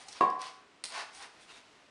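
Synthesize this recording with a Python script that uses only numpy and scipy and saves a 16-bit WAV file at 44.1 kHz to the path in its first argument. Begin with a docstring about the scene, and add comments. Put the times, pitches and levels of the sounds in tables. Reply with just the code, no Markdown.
"""A light building block, tipped upright on a dusty concrete floor, lands with a ringing, stony knock
as grit crunches under its edge. A work shoe scuffs off, comes down with a sharp click and slides;
gloves and a second block rub on a steel cutter frame. Heard on one microphone in a hard-walled
workshop: the ring sounds close, while the smaller sounds carry more echo, over a faint steady hiss."""
import sys
import numpy as np
from scipy import signal
from scipy.fft import rfft, irfft
from scipy.io import wavfile

SR = 44100
rng = np.random.default_rng(int(sys.argv[2]) if len(sys.argv) > 2 else 0)


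def bounce(signal):
    """Save signal as a 16-bit WAV file at the path given by the first command-line argument."""
    frames = np.transpose(np.atleast_2d(signal))
    limited = np.clip(frames, -1, 1)
    pcm = np.round(limited * 32767).astype(np.int16)
    wavfile.write(sys.argv[1], SR, pcm)


N = 83790
TOP_HZ = 11000  # upper edge of the microphone channel


# the block's modes (f/Hz, relative level/dB, t60/s)
BLOCK_MODES = [(177, -31.5, 0.28), (249, -21, 0.17), (301.3, -21.5, 0.39), (338, -9, 0.12),
               (384.5, -19, 0.32), (435, -16.5, 0.32), (484, -16, 0.37), (588.5, -15, 0.29),
               (732.7, -11, 0.42), (755, -16, 0.65), (794, -12.5, 0.46), (925, -26, 0.15), (990, -19, 0.5),
               (1024.5, -6, 0.58), (1093.4, -.5, 0.36), (1081, -3.5, 0.094), (1120, -9, .52),
               (1125, -14.5, 0.81), (1243, -30, 0.26), (1651, -22, 0.53), (1662, -28.5, 0.68),
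               (1873, -31.5, 0.53), (1981, -29.5, 0.25), (2364, -31.5, 0.13), (2720, -19, 0.12)]
# block meets floor (t/s, relative level/dB)
LANDINGS = [(0.2059, -16.5), (0.2088, 0.5)]

def block_ring(level_db=-19.5, contact_s=0.0015, radiation_hz=133):
    """The landing sets close pairs of modes beating; dust softens the contact."""
    ring = 0
    for at, hit_db in LANDINGS:
        age = np.maximum(np.arange(N) / SR - at, 0)
        modes = sum(undb(db) * fade(at, t60) * np.sin(2 * np.pi * hz * age)
                    for hz, db, t60 in BLOCK_MODES)
        ring = ring + undb(hit_db) * (1 - np.exp(-age / contact_s)) * modes
    bass_cut = signal.butter(2, radiation_hz, "high", fs=SR, output="sos")  # too small to radiate bass
    return undb(level_db) * signal.sosfilt(bass_cut, ring)


# the edge, then the face, comes down (t/s, level/dB)
THUDS = [(0.2099, -1.5), (0.2221, -15.5), (0.2323, -14.5)]
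# dull body of the knock (f/Hz, relative level/dB)
THUD_COLOUR = [(40, -47), (100, -25.5), (190, -13), (330, -7), (490, -5.5), (620, -9), (850, -6),
               (1100, -2), (1350, -18.5), (2700, -25), (4200, -35), (6000, -42), (10000, -57)]

def block_thud():
    """Each contact with the floor is one heavily damped push."""
    pushes = sum(undb(db) * np.maximum(1 - np.abs(np.arange(N) - at * SR), 0) for at, db in THUDS)
    return colour(pushes, THUD_COLOUR)


# grit under the landing block (t/s, level/dB, t60/s)
CRUSHES = [(.2088, -36, 0.031), (.219, -45.5, 0.13)]
# midrange crunch (f/Hz, relative level/dB)
CRUSH_COLOUR = [(300, -21), (1500, 2), (2700, -2), (4100, -5.5), (5500, -13.5), (10000, -19.5)]

def grit_crush():
    """The block crushes grit against the floor."""
    return bursts(CRUSHES, CRUSH_COLOUR)


# the shoe comes down (t/s, level/dB)
CLICKS = [(0.839, -25.5), (0.8406, -26.5), (0.8432, -28), (0.8457, -35), (.851, -29.5), (0.8558, -37.5),
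          (0.856, -33.5), (0.8614, -34.5)]
# bright snap (f/Hz, relative level/dB)
CLICK_COLOUR = [(150, -23.5), (700, -6), (1300, -9), (2200, -7), (3400, -6), (4200, 0.5), (4700, 1),
                (5600, -2), (7600, -9.5), (8700, -1.5), (9700, -2.5), (11000, -20)]

def shoe_clicks(t60_s=0.0056):
    """Sole and grit strike concrete in a tight cluster."""
    return bursts([(at, db, t60_s) for at, db in CLICKS], CLICK_COLOUR)


# single grains on the floor (t/s, level/dB, t60/s)
CRACKS = [(.0848, -40, 0.037), (.122, -48.5, 0.036), (.127, -45.5, 0.039), (.1485, -59, 0.0073),
          (.161, -61, .008), (.3017, -44, 0.0088), (.3935, -47, 0.0053), (.417, -31.5, 0.0046),
          (.4695, -41, 0.0046), (.9035, -40, 0.0056), (.9228, -34.5, .005), (1.149, -43, 0.0039),
          (1.226, -42, 0.017)]
# thin tick (f/Hz, relative level/dB)
CRACK_COLOUR = [(100, -43), (500, -17), (2500, -10), (3800, -3.5), (5500, -0.5), (7600, -11), (8500, -6),
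                (11000, -20.5)]

def grain_cracks():
    """Each grain cracks with one short burst."""
    return bursts(CRACKS, CRACK_COLOUR)


# heavy slides (peak t/s, rise/s, fall/s, level/dB)
SLIDES = [(.993, 0.065, 0.043, -39.5), (1.23, 0.03, 0.037, -47.5)]
# midrange scrape (f/Hz, relative level/dB)
SLIDE_COLOUR = [(120, -35.5), (400, -12.5), (700, -3), (980, 1), (1500, -2.5), (2400, -4.5), (3100, -7.5),
                (4400, -7), (6500, -14.5), (7900, -22), (9200, -17), (11000, -30)]

def slides():
    """Sole and block drag over dusty concrete."""
    return rub(SLIDES, SLIDE_COLOUR, grit=1.4, spread_db=1.5)


# light scuffs (peak t/s, rise/s, fall/s, level/dB)
SCUFFS = [(.02, 0.06, 0.042, -55), (.18, 0.045, 0.019, -49.5), (.425, 0.025, 0.054, -46.5),
          (.47, 0.031, 0.039, -49.5), (.945, 0.017, 0.024, -45)]
# sandy rustle (f/Hz, relative level/dB)
SCUFF_COLOUR = [(150, -19), (700, -2.5), (1600, -1), (2400, -2.5), (4800, -4), (6500, -11), (7900, -17.5),
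                (9200, -12), (11000, -27.5)]

def sole_scuffs():
    """The sole skims loose grit."""
    return rub(SCUFFS, SCUFF_COLOUR, grit=1.08, spread_db=2.5)


# edges on floor and frame (peak t/s, rise/s, fall/s, level/dB, f/Hz)
GRINDS = [(.01, 0.024, 0.012, -58.5, 776), (.09, 0.026, 0.027, -53, 774), (1.195, 0.058, 0.022, -57, 794),
          (1.43, 0.02, .025, -65.5, 3470), (1.503, 0.017, 0.012, -55.5, 2730),
          (1.54, 0.044, .04, -62.5, 3690)]

def edge_grind(q=14):
    """The blocks sing faintly: each grinding edge excites one broad resonance."""
    out = 0
    for *stroke, hz in GRINDS:
        b, a = signal.iirpeak(hz, q, fs=SR)
        resonance = signal.lfilter(b, a, signal.lfilter(b, a, rng.standard_normal(N)))
        out = out + pressure([stroke]) * unit(resonance)
    return out


# glove strokes (peak t/s, rise/s, fall/s, level/dB)
BRUSHES = [(.005, .03, 0.044, -57.5), (.105, 0.04, 0.039, -55), (1.155, 0.024, 0.068, -54),
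           (1.2, 0.072, 0.063, -58.5), (1.42, 0.017, 0.032, -61.5), (1.56, 0.089, 0.033, -62.5)]
# airy swish (f/Hz, relative level/dB)
BRUSH_COLOUR = [(300, -4.5), (800, -4), (2000, 2), (5500, 2.5), (7800, -3), (9300, 4), (11000, -17.5)]

def glove_brushes():
    """Gloves brush the block with fine, even friction."""
    return rub(BRUSHES, BRUSH_COLOUR, grit=0.79, spread_db=-1.5)


# strokes at the cutter frame (peak t/s, rise/s, fall/s, level/dB)
RASPS = [(1.38, 0.059, 0.17, -61.5), (1.507, 0.022, 0.02, -54), (1.572, 0.044, .035, -56.5),
         (1.7, 0.13, 0.2, -65)]
# dry rasp (f/Hz, relative level/dB)
RASP_COLOUR = [(200, -8), (1000, 1.5), (2200, 0.5), (2700, 2.5), (3200, -1.5), (3800, -1), (5000, -3.5),
               (10000, -16)]

def frame_rasps():
    """The second block rubs on steel in coarse, uneven slips."""
    return rub(RASPS, RASP_COLOUR, grit=1.0, spread_db=5)


# reverberation between the hard walls (f/Hz, t60/s)
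ROOM_T60 = [(150, 0.45), (500, 0.43), (1200, 0.73), (4000, .48), (10000, 0.41)]

def workshop_echo(build_s=0.004, early_db=-5, early_s=0.0067):
    """Diffuse echo at the microphone, unit energy; the midrange lingers longest."""
    t, hz = np.arange(N) / SR, np.fft.rfftfreq(N, 1 / SR)
    noise = rfft(rng.standard_normal(N))
    centres = np.geomspace(100, 12800, 8)
    tail = 0
    for centre, pick in zip(centres, np.eye(len(centres))):
        band = irfft(noise * along(list(zip(centres, pick)), hz), N)
        tail = tail + band * fade(0, along(ROOM_T60, centre))
    early = 1 + undb(early_db) * np.exp(-(t / early_s) ** 2)  # off the floor and near objects
    tail = tail * (1 - np.exp(-t / build_s)) * early
    return tail / np.sqrt(np.sum(tail ** 2))


# workshop room tone (f/Hz, relative level/dB)
HISS = [(15, -39), (25, -21), (145, -10.5), (182, -9), (303, -3), (336, -7), (412, -3), (545, -8.5),
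        (603, -5), (954, -8), (2930, -12), (9200, -27), (11000, -40.5), (14300, -62), (22000, -120)]

def room_tone(level_db=-62.5):
    """A faint steady hiss lies behind everything."""
    spectrum = rfft(rng.standard_normal(N)) * undb(along(HISS, np.fft.rfftfreq(N, 1 / SR)))
    return undb(level_db) * unit(irfft(spectrum, N))


def bursts(rows, spectrum):
    """Brief noisy contacts sharing one spectrum."""
    envelope = sum(undb(db) * fade(at, t60) for at, db, t60 in rows)
    return colour(envelope * rng.standard_normal(N), spectrum)


def rub(rows, spectrum, grit, spread_db, grains_per_s=5000):
    """Friction: a smooth hiss and many tiny grain slips, both following the pressure."""
    slips = (rng.random(N) < grains_per_s / SR) * rng.choice([-1, 1], N)
    sizes = undb(spread_db * np.minimum(rng.exponential(size=N), 5))
    friction = unit(rng.standard_normal(N) + grit * unit(slips * sizes))
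    return colour(pressure(rows) * friction, spectrum)


def pressure(rows):
    """Each rubbing stroke swells to its peak and eases off; overlaps add in power."""
    t = np.arange(N) / SR
    swells = (undb(db) * np.exp(-((t - at) / np.where(t < at, rise, fall)) ** 2)
              for at, rise, fall, db in rows)
    return np.sqrt(sum(swell ** 2 for swell in swells))


def fade(start, t60):
    """Envelope that jumps to 1 and dies away."""
    age = np.arange(N) / SR - start
    return (age >= 0) * np.exp(-np.log(1000) * np.maximum(age, 0) / t60)


def colour(x, spectrum, size=2048):
    """Causal filter of unit power gain: the given spectrum, rolled off above TOP_HZ."""
    hz = np.fft.rfftfreq(size, 1 / SR)
    gain = unit(undb(along(spectrum, hz)) / np.sqrt(1 + (hz / TOP_HZ) ** 20))
    cepstrum = irfft(np.log(gain))
    cepstrum[1:size // 2] *= 2  # fold to minimum phase
    cepstrum[size // 2 + 1:] = 0
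    return signal.fftconvolve(x, irfft(np.exp(rfft(cepstrum))))[:N]


def along(points, hz):
    """Read (f/Hz, value) points on a log-frequency axis."""
    freqs, values = np.array(points, float).T
    return np.interp(np.log(np.maximum(hz, 1)), np.log(freqs), values)


def undb(db):
    """Decibels to gain."""
    return 10 ** (np.asarray(db) / 20)


def unit(x):
    """Scale to rms 1."""
    return x / np.sqrt(np.mean(x ** 2))


def scene():
    """Each source reaches the microphone directly and again off the workshop walls."""
    room = workshop_echo()

    def at_mic(direct, echo_db):
        return direct + undb(echo_db) * signal.fftconvolve(direct, room)[:N]

    knock = at_mic(block_ring(), echo_db=-15.5) + at_mic(block_thud(), echo_db=1)
    step = at_mic(shoe_clicks(), echo_db=-3)
    grit = at_mic(grain_cracks(), echo_db=-5) + at_mic(grit_crush(), echo_db=-4.5)
    rubbing = sole_scuffs() + slides() + glove_brushes() + frame_rasps() + edge_grind()
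    return (knock + step + grit + at_mic(rubbing, echo_db=-6.5) + room_tone())[None]


def record(dry):
    """The microphone channel cuts off steeply above TOP_HZ."""
    return signal.sosfilt(signal.ellip(8, .2, 80, TOP_HZ, fs=SR, output="sos"), dry)


dry = scene()
out = record(dry)
bounce(out)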